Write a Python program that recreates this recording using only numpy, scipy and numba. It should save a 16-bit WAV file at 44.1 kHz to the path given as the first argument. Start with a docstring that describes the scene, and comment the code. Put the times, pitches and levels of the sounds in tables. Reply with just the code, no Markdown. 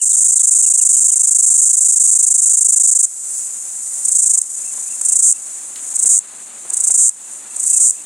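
"""On a tree trunk in woodland, a cicada sings close by: a long run of chirps, then short phrases that
mostly swell into a buzz and stutter out. Each muscle pull buckles a row of tymbal ribs, whose clicks fall
in pitch and ring the hollow abdomen. Behind it two other cicadas click the same way through echoes, birds
whistle gliding sine tones, and dry leaves rustle and scrape as filtered noise. A gain control holds the
song level and pushes the background down under it."""
import sys
import numpy as np
from scipy import signal
from scipy.fft import rfft, irfft
from scipy.io import wavfile
from scipy.ndimage import uniform_filter1d, minimum_filter1d
from numba import njit

SR = 44100
rng = np.random.default_rng(int(sys.argv[2]) if len(sys.argv) > 2 else 0)


def file_out(sig):
    """Save sig as 16-bit WAV at sys.argv[1]."""
    # one column per channel
    cols = np.atleast_2d(sig).T
    # limit, then scale
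    lim = np.clip(cols, -1, 1)
    pcm = np.round(lim * 32767).astype(np.int16)
    wavfile.write(sys.argv[1], SR, pcm)


N = 355005
T = np.arange(N) / SR

STROKE_HZ = 161  # muscle pulls per second within a chirp
ARCH_TOP, ARCH_BEND = 0.704, 0.196  # where an arch of pitch peaks (share of its length), how strongly it bends


def undb(db):
    """Amplitude ratio: 20 dB is a factor of ten."""
    return 10 ** (np.asarray(db) / 20)


def curve(rows, at=T):
    """Linear interpolation through (time_s, value) rows."""
    return np.interp(at, *np.transpose(rows))


def unit(x):
    """Normalisation to an rms of 1."""
    return x / np.sqrt(np.mean(x ** 2))


def pan(x, db):
    """Interaural level difference: the left side is db louder than the right."""
    return x * undb(np.array([[db], [-db]]) / 2)


def colour(x, points, size=2048):
    """Minimum-phase filtering: a (pitch_hz, level_db) response made causal by folding its cepstrum."""
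    hz, db = np.transpose(points)
    bins_hz = np.arange(size // 2 + 1) * SR / size
    response_db = np.interp(np.log(bins_hz + 1), np.log(hz), db)
    cepstrum = irfft(np.log(undb(response_db)))
    cepstrum[1:size // 2] *= 2
    cepstrum[size // 2 + 1:] = 0
    impulse = irfft(np.exp(rfft(cepstrum)))
    return signal.fftconvolve(x, impulse)[:len(x)]


def resonate(x, hz, width_hz):
    """Resonance of a single mode: a two-pole peak whose Q is centre over bandwidth."""
    return signal.lfilter(*signal.iirpeak(hz, hz / width_hz, fs=SR), x)


def trees(x, t60_s, apart, count=9000):
    """Diffuse scattering: bark, branches and ground return exponentially decaying noise-like echoes."""
    age = np.arange(count) / SR
    decay = undb(-60 * age / t60_s) * (age > .001)
    mid, side = rng.standard_normal((2, count)) * decay
    echoes = mid + apart * side * np.array([[1], [-1]])
    echoes = echoes / np.sqrt(np.sum(echoes[0] ** 2))
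    return signal.fftconvolve(x[None], echoes, axes=1)[:, :N]


def progress(length_s):
    """Normalised time: a ramp from 0 to 1 over one note."""
    return np.linspace(0, 1, int(length_s * SR))


def arch(u):
    """Parabolic pitch contour: a ratio that climbs to 1 and sags a little."""
    return 1 - ARCH_BEND * (u - ARCH_TOP) ** 2


def breeze(flicker_db=1.7):
    """Broadband turbulence noise: a soft rustle that flickers as the leaves move."""
    # spectrum of moving air and leaves: pitch_hz, level_db (relative, per Hz)
    air = [(15, -64), (25, -30), (114, -17.5), (189, -3), (298, -1), (421, -4.5), (741, -0.5), (1330, -2.5),
           (2290, -5), (2610, -5), (3180, -8.5), (3700, -6.5), (4500, -8), (5850, -19), (9900, -120)]
    # stir of air and leaves: time_s, level_db
    stir = [(0, -46.5), (3.2, -50.5), (3.9, -50), (4.4, -50), (4.8, -48.5), (5.4, -47), (6.3, -47.2),
            (7.7, -48), (8.05, -43)]
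    mid, side = (unit(colour(rng.standard_normal(N), air)) for _ in range(2))
    band = signal.butter(1, [220, 2500], "band", fs=SR, output="sos")
    side = .27 * signal.sosfilt(band, side)
    moments = np.arange(0, T[-1], 1 / 40)
    flicker = np.interp(T, moments, rng.standard_normal(len(moments)))
    rustle = pan(mid + side * np.array([[1], [-1]]), db=0.2)
    return rustle * undb(curve(stir) + flicker_db * flicker)


def scuffs():
    """Friction noise: brief dry scrapes and crackles, each a resonant band of noise."""
    # scrapes: start_s, length_s, centre_hz, width_hz, level_db (before the swell)
    scrapes = [(4.775, 0.017, 1150, 700, -42), (5.009, 0.022, 700, 1000, -43),
               (5.758, 0.01, 3620, 4070, -33), (5.768, 0.039, 2200, 3500, -42),
               (6.036, 0.027, 418, 298, -42.5), (6.65, 0.018, 497, 400, -42),
               (6.688, 0.041, 740, 487, -45.5), (6.898, 0.011, 620, 400, -37.5)]
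    out = np.zeros(N + SR)
    for s, length, hz, width_hz, db in scrapes:
        u = progress(length)
        noise = unit(resonate(rng.standard_normal(len(u)), hz, width_hz))
        swell = np.sin(np.pi * np.sqrt(u))
        out[int(s * SR):][:len(u)] += undb(db) * swell * noise
    return out[:N]


def falling_calls():
    """Frequency glide: one bird's calls fall quickly and settle on their last pitch."""
    # calls: start_s, length_s, first_hz, last_hz, level_db
    slurs = [(.001, 0.03, 3100, 2600, -30.5), (0.104, 0.044, 4600, 3270, -31.5),
             (0.378, 0.034, 4700, 3090, -33), (0.637, 0.061, 3130, 2420, -37.5),
             (.785, 0.057, 3350, 2400, -39.5), (0.941, 0.069, 3400, 2250, -42),
             (1.095, 0.073, 3700, 2050, -43)]
    return [(s, last + (first - last) * (1 - progress(length)) ** 1.7, db)
            for s, length, first, last, db in slurs]


def arched_notes(length_s=0.064, top_hz=2560):
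    """Parabolic glide: the same bird's soft notes in between."""
    # notes: start_s, level_db
    coos = [(.248, -44.5), (0.516, -41.5)]
    return [(s, top_hz * arch(progress(length_s)), db) for s, db in coos]


def trills(pip_s=0.019, every_s=0.022, top_hz=2697, fall_hz=130, swell_db=1.6,
           scatter_db=2.5, scatter_hz=35, count=4):
    """Pulse trains: a second bird's quick pips, each falling, climb together along an arch and swell."""
    # trills: start_s, level_db (of the last pip, before scatter)
    groups = [(4.627, -46), (4.857, -44.5), (5.064, -51), (5.296, -46), (7.208, -49), (7.461, -49),
              (7.684, -47), (7.936, -44)]
    notes = []
    for (s, db), chance in zip(groups, rng.standard_normal((len(groups), count, 2))):
        for k, (sharp, strong) in enumerate(chance):
            hz = top_hz * arch(k / (count - 1)) + fall_hz * (.5 - progress(pip_s)) + scatter_hz * sharp
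            pip_db = db - swell_db * (count - 1 - k) + scatter_db * strong
            notes.append((s + k * every_s, hz, pip_db))
    return notes


def birds(wet_db=-8):
    """Phase integration: thin whistles are sines whose phase sums a gliding pitch."""
    out = np.zeros(N + SR)
    for s, hz, db in falling_calls() + arched_notes() + trills():
        swell = np.sin(np.pi * np.linspace(0, 1, len(hz)) ** 0.6)
        whistle = np.sin(2 * np.pi * np.cumsum(hz) / SR)
        out[max(0, int(s * SR)):][:len(hz)] += undb(db) * swell * whistle
    return out[:N] + undb(wet_db) * trees(out[:N], t60_s=0.31, apart=0.057)


def strokes(chirps):
    """Periodic muscle drive: rows (start_s, time_left_s) of the pulls that fill each chirp."""
    rows = []
    for s, length in chirps:
        into = np.arange(max(1, round(length * STROKE_HZ))) / STROKE_HZ
        if len(into) > 10:  # a long buzz tires: its last pulls come later and later
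            into = into[:-1] + (into[:-1] / into[-2]) ** 6 / STROKE_HZ
        rows.append(np.column_stack([s + into, length - into]))
    return np.concatenate(rows)


def tymbal(starts, reach, slow, uneven, scatter_db, jitter_s, size=96):
    """Sequential buckling: ribs snap one by one as far as a pull reaches; a slow pull spreads them out."""
    # ribs in the order they buckle: pitch_hz, level_db, decay_s
    ribs = [(8700, -1, .0001), (8450, 0, .00013), (8300, -.5, .00015), (8200, 0, .00016), (8050, 0, .00017),
            (7950, -.5, .00018), (7750, -1.5, .0002), (7400, -3, .00023), (7000, -6, .00026)]
    # the wait from rib to rib, for a pull of full vigour: gap_s
    rib_gaps = [.00118, .00087, .00085, .00082, .00079, .00078, .00078, .00075]
    # the note of the tymbal plate drops as it caves in: time_s (into the pull), pitch_hz
    plate_sweep = [(0, 9700), (.0015, 9350), (.003, 8900), (.005, 8200), (.0075, 6900), (.012, 6500)]
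    hz, db, decay = np.transpose(ribs)
    chance = rng.standard_normal((len(starts), 3 + 2 * len(ribs)))
    timing, force = np.hsplit(chance[:, 3:], 2)
    pace = slow[:, None] * (1 + uneven * chance[:, 1:2])
    offset = np.cumsum([0, *rib_gaps]) * pace + .000065 * timing
    when = starts[:, None] + jitter_s * chance[:, :1] + offset
    # the ribs snap in step with the plate, so its falling note runs on through the clicks
    into = np.arange(SR // 80) / SR
    plate_turns = np.cumsum(curve(plate_sweep, into)) / SR
    turns = np.interp(offset, into, plate_turns) * (1 + .03 * chance[:, 2:3])
    turns = turns + .09 * rng.standard_normal(offset.shape)
    index = np.ceil(when * SR).astype(int)[..., None] + np.arange(size)
    age = index / SR - when[..., None]
    # every click swells and dies within a few cycles
    envelope = age / decay[:, None] * np.exp(-age / decay[:, None])
    rings = envelope * np.sin(2 * np.pi * (hz[:, None] * age + turns[..., None]))
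    strength = (offset < reach[:, None]) * undb(db + scatter_db * force)
    clicks = (strength[..., None] * rings).ravel()
    return np.bincount(np.clip(index, 0, N).ravel(), clicks, N + 1)[:N]


def far_cicada(pulls, wet_db, pan_db):
    """Multipath propagation: the same song from another tree, blurred by echoes."""
    # colour of a song heard through the trees: pitch_hz, level_db
    far_colour = [(2500, -32), (5000, -6), (5600, -1.5), (6100, 0.5), (6800, 6), (8000, -0.5), (8850, 3),
                  (9400, 1.5), (10100, 4), (11000, -3), (13000, -4.5), (15500, -5)]
    starts, left = pulls.T
    clicks = tymbal(starts, left, np.ones(len(starts)), uneven=0.0705, scatter_db=2.5, jitter_s=0.000294)
    song = colour(clicks, far_colour)
    return unit(pan(song, pan_db) + undb(wet_db) * trees(song, t60_s=0.067, apart=0.37))


def chirping_neighbour(chirp_hz=26.95):
    """Periodic bursts: a neighbour chirps evenly while its level drifts."""
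    # its loudness: time_s, level_db
    loudness = [(0, -26), (3.1, -29.5), (3.9, -28), (4.5, -24.5), (5.35, -25), (5.7, -36), (5.9, -24),
                (6.3, -35.5), (6.7, -36.5), (8.05, -34)]
    onsets = np.arange(0, T[-1], 1 / chirp_hz)
    chirps = zip(onsets, rng.uniform(0.029, .031, len(onsets)))
    return far_cicada(strokes(chirps), wet_db=-1.5, pan_db=4.5) * undb(curve(loudness))


def buzzing_neighbour(pull_hz=139.4, lull_db=-40, waver=.04):
    """Unbroken pulse train: another buzzes at a wavering rate, swelling and sinking back."""
    # swells: peak_s, width_s (time to rise or fall), level_db
    swell_rows = [(1.6, 1.84, -18), (3.36, 0.1, -22), (4.02, 0.27, -24), (4.701, 0.9, -31.5),
                  (5.5, 0.42, -30), (6.43, 0.053, -36.5), (6.9, 0.31, -29), (7.32, 0.12, -32),
                  (7.8, .2, -18)]
    starts = np.arange(0, T[-1], 1 / pull_hz)
    starts = starts + waver * np.cumsum(rng.standard_normal(len(starts))) / pull_hz
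    pulls = np.column_stack([starts, np.full(len(starts), .005)])
    swells = [undb(db) * np.exp(-((T - s) / width) ** 2) for s, width, db in swell_rows]
    swelling = np.sqrt(undb(lull_db) ** 2 + np.sum(np.square(swells), axis=0))
    return far_cicada(pulls, wet_db=0.5, pan_db=0.5) * swelling


def run_chirps(long_pulls=5, short_pulls=4, overrun_s=.0008):
    """Burst grouping: rows (start_s, length_s) of the opening run, each surge starting with long chirps."""
    # surges: start_s, chirp_rate_hz, long_chirps, short_chirps
    surges = [(.0155, 26.4, 8, 5), (.5094, 26.35, 5, 5), (.8892, 26.2, 5, 9), (1.4236, 26.1, 7, 3),
              (1.8062, 26.1, 3, 2), (1.9976, 26.2, 4, 7), (2.4176, 26.3, 3, 8), (2.8336, 25.65, 2, 4)]
    rows = []
    for s, rate, long, short in surges:
        pulls = [long_pulls] * round(long) + [short_pulls] * round(short)
        # the last pull of a chirp runs over
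        rows += [(s + k / rate, n / STROKE_HZ + overrun_s) for k, n in enumerate(pulls)]
    return rows


def phrase(s, spacing, slowing, chirps, first, growth, most, buzz_s, stutters, fade_pulls=2,
           cut_short_s=0.00089, stutter_wait_s=0.002, stutter_every_s=0.011, stutter_s=.0056):
    """Burst growth: rows (start_s, length_s) of growing chirps, then a buzz and stutters or a quick fade."""
    k = np.arange(round(chirps) + 1)
    *starts, buzz_start = s + spacing * k + slowing * k ** 2 / 2
    pulls = np.minimum(first + growth * k[:-1], most)
    if buzz_s > 0:
        after = buzz_start + buzz_s + stutter_wait_s
        ending = [(buzz_start, buzz_s)]
        ending += [(after + i * stutter_every_s, stutter_s) for i in range(round(stutters))]
    else:  # chirps lose pulls towards the end
        pulls, ending = np.minimum(pulls, 1 + fade_pulls * k[-2::-1]), []
    # the last pull of a chirp is cut short
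    return list(zip(starts, np.round(pulls) / STROKE_HZ - cut_short_s)) + ending


def score(undertone_wait_s=0.027):
    """Song structure: chirps and undertones (start_s, length_s), effort (time_s, level_db) rising by phrase."""
    # how hard it sings through the opening run: time_s, level_db
    run_effort = [(0, -1), (3.05, -3.5)]
    # later phrases: start_s, chirp_spacing_s, spacing_added_per_chirp_s, chirps, pulls_in_first,
    # pulls_added_per_chirp, most_pulls, buzz_s, stutters, first_level_db, last_level_db
    phrases = [(4.0494, .0320, .0009, 11, 1.7, .65, 4, 0, 0, -9.5, -5.5),
               (5.0126, .0363, -.0004, 6, 1, 2, 3, .086, 2, -11, -3),
               (5.9562, .0347, -.0006, 4, 1.7, .65, 4, .083, 2, -10.5, -5),
               (6.7005, .0333, .00028, 8, 1.45, .33, 4, .101, 2, -12.5, -3.5),
               (7.5625, .0333, .00017, 7, 1.4, .4, 3, .081, 3, -15, -1)]
    chirps, undertones, effort = run_chirps(), [], list(run_effort)
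    for *shape, first_db, last_db in phrases:
        rows = phrase(*shape)
        start, end = rows[0][0], sum(rows[-1])
        climax = max(rows, key=lambda row: row[::-1])[0]  # start of the longest chirp or buzz
        chirps += rows
        # a soft buzz sets in after the phrase starts and runs on between its chirps
        undertones.append((start + undertone_wait_s, climax - start - undertone_wait_s))
        effort += [(start, first_db), (end, last_db)]
    return chirps, undertones, effort


def sing(chirps, effort):
    """Force-dependent buckling: weak pulls of the near cicada are slow and stop after a few ribs."""
    starts, left = strokes(chirps).T
    vigour = np.interp(curve(effort, starts), [-12, -5], [0, 1])
    reach = np.minimum(left, 0.0053 + 0.004 * vigour)
    return tymbal(starts, reach, 1.4 - .4 * vigour, uneven=.045, scatter_db=.8, jitter_s=.00018)


def near_cicada(body_db=-46, undertone_db=-13, bark_db=-17, wood_db=-25):
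    """Source and resonator: rib clicks ring the abdomen, which also hums faintly at the rate of the clicks."""
    # response of the abdomen: pitch_hz, level_db
    abdomen = [(2500, -29), (4200, -19), (4900, -12.5), (5300, -8), (5650, -5.5), (6000, -1.5), (6600, 4),
               (7300, 3), (8000, 1), (8700, 2.5), (9400, 1.5), (10200, -2.5), (11000, -8.5), (12600, -7),
               (13600, -11), (15500, -5.5)]
    chirps, undertones, effort = score()
    clicks = sing(chirps, effort) + undb(undertone_db) * sing(undertones, effort)
    hum = resonate(resonate(np.abs(clicks), 1290, 430), 1560, 710)
    # the share of time filled by chirps sets the overall rms
    sounding = np.sqrt(np.sum(chirps, axis=0)[1] / T[-1])
    voice = unit(colour(clicks, abdomen)) + undb(body_db) * unit(hum)
    song = voice * sounding * undb(curve(effort))
    bark = undb(bark_db) * trees(song, t60_s=0.07, apart=0.75)
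    wood = undb(wood_db) * trees(song, t60_s=0.4, apart=0.18)
    return pan(song + bark + wood, db=-.6)


def scene():
    """Superposition: the woodland background and the near cicada add linearly."""
    return breeze() + scuffs() + birds() + chirping_neighbour() + buzzing_neighbour() + near_cicada()


@njit
def follow(x, attack, release):
    """Envelope detection: one-pole smoothing that rises fast and sinks slowly."""
    out, e = np.empty(len(x)), x[:2000].max()
    for i in range(len(x)):
        e += (x[i] - e) * (attack if x[i] > e else release)
        out[i] = e
    return out


def record(dry, ceiling_db=-1.0, attack_s=0.00016, release_s=0.36, rumble_db=-74, top_hz=15900, size=24):
    """Look-ahead limiting: gain falls to hold a ceiling; a faint rumble is added and the top cut off."""
    # spectrum of the low rumble: pitch_hz, level_db (relative, per Hz)
    rumble_colour = [(15, -15), (30, -13), (60, -4), (110, -2), (170, 1), (300, -25), (1000, -42)]
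    peak = np.abs(dry).max(axis=0)
    envelope = follow(peak, 1 / (1 + attack_s * SR), 1 / (1 + release_s * SR))
    gain = np.minimum(1, undb(ceiling_db) / envelope)
    # lone peaks are caught at once
    gain = np.minimum(gain, .88 / (peak + 1e-9))
    # the lowest gain nearby, smoothed, so that it drops just before a peak
    held = dry * uniform_filter1d(minimum_filter1d(gain, 2 * size), size)
    rumble = undb(rumble_db) * unit(colour(rng.standard_normal(N), rumble_colour))
    low_pass = signal.ellip(10, .1, 80, top_hz, fs=SR, output="sos")
    return signal.sosfilt(low_pass, held + rumble)


dry = scene()
out = record(dry)
file_out(out)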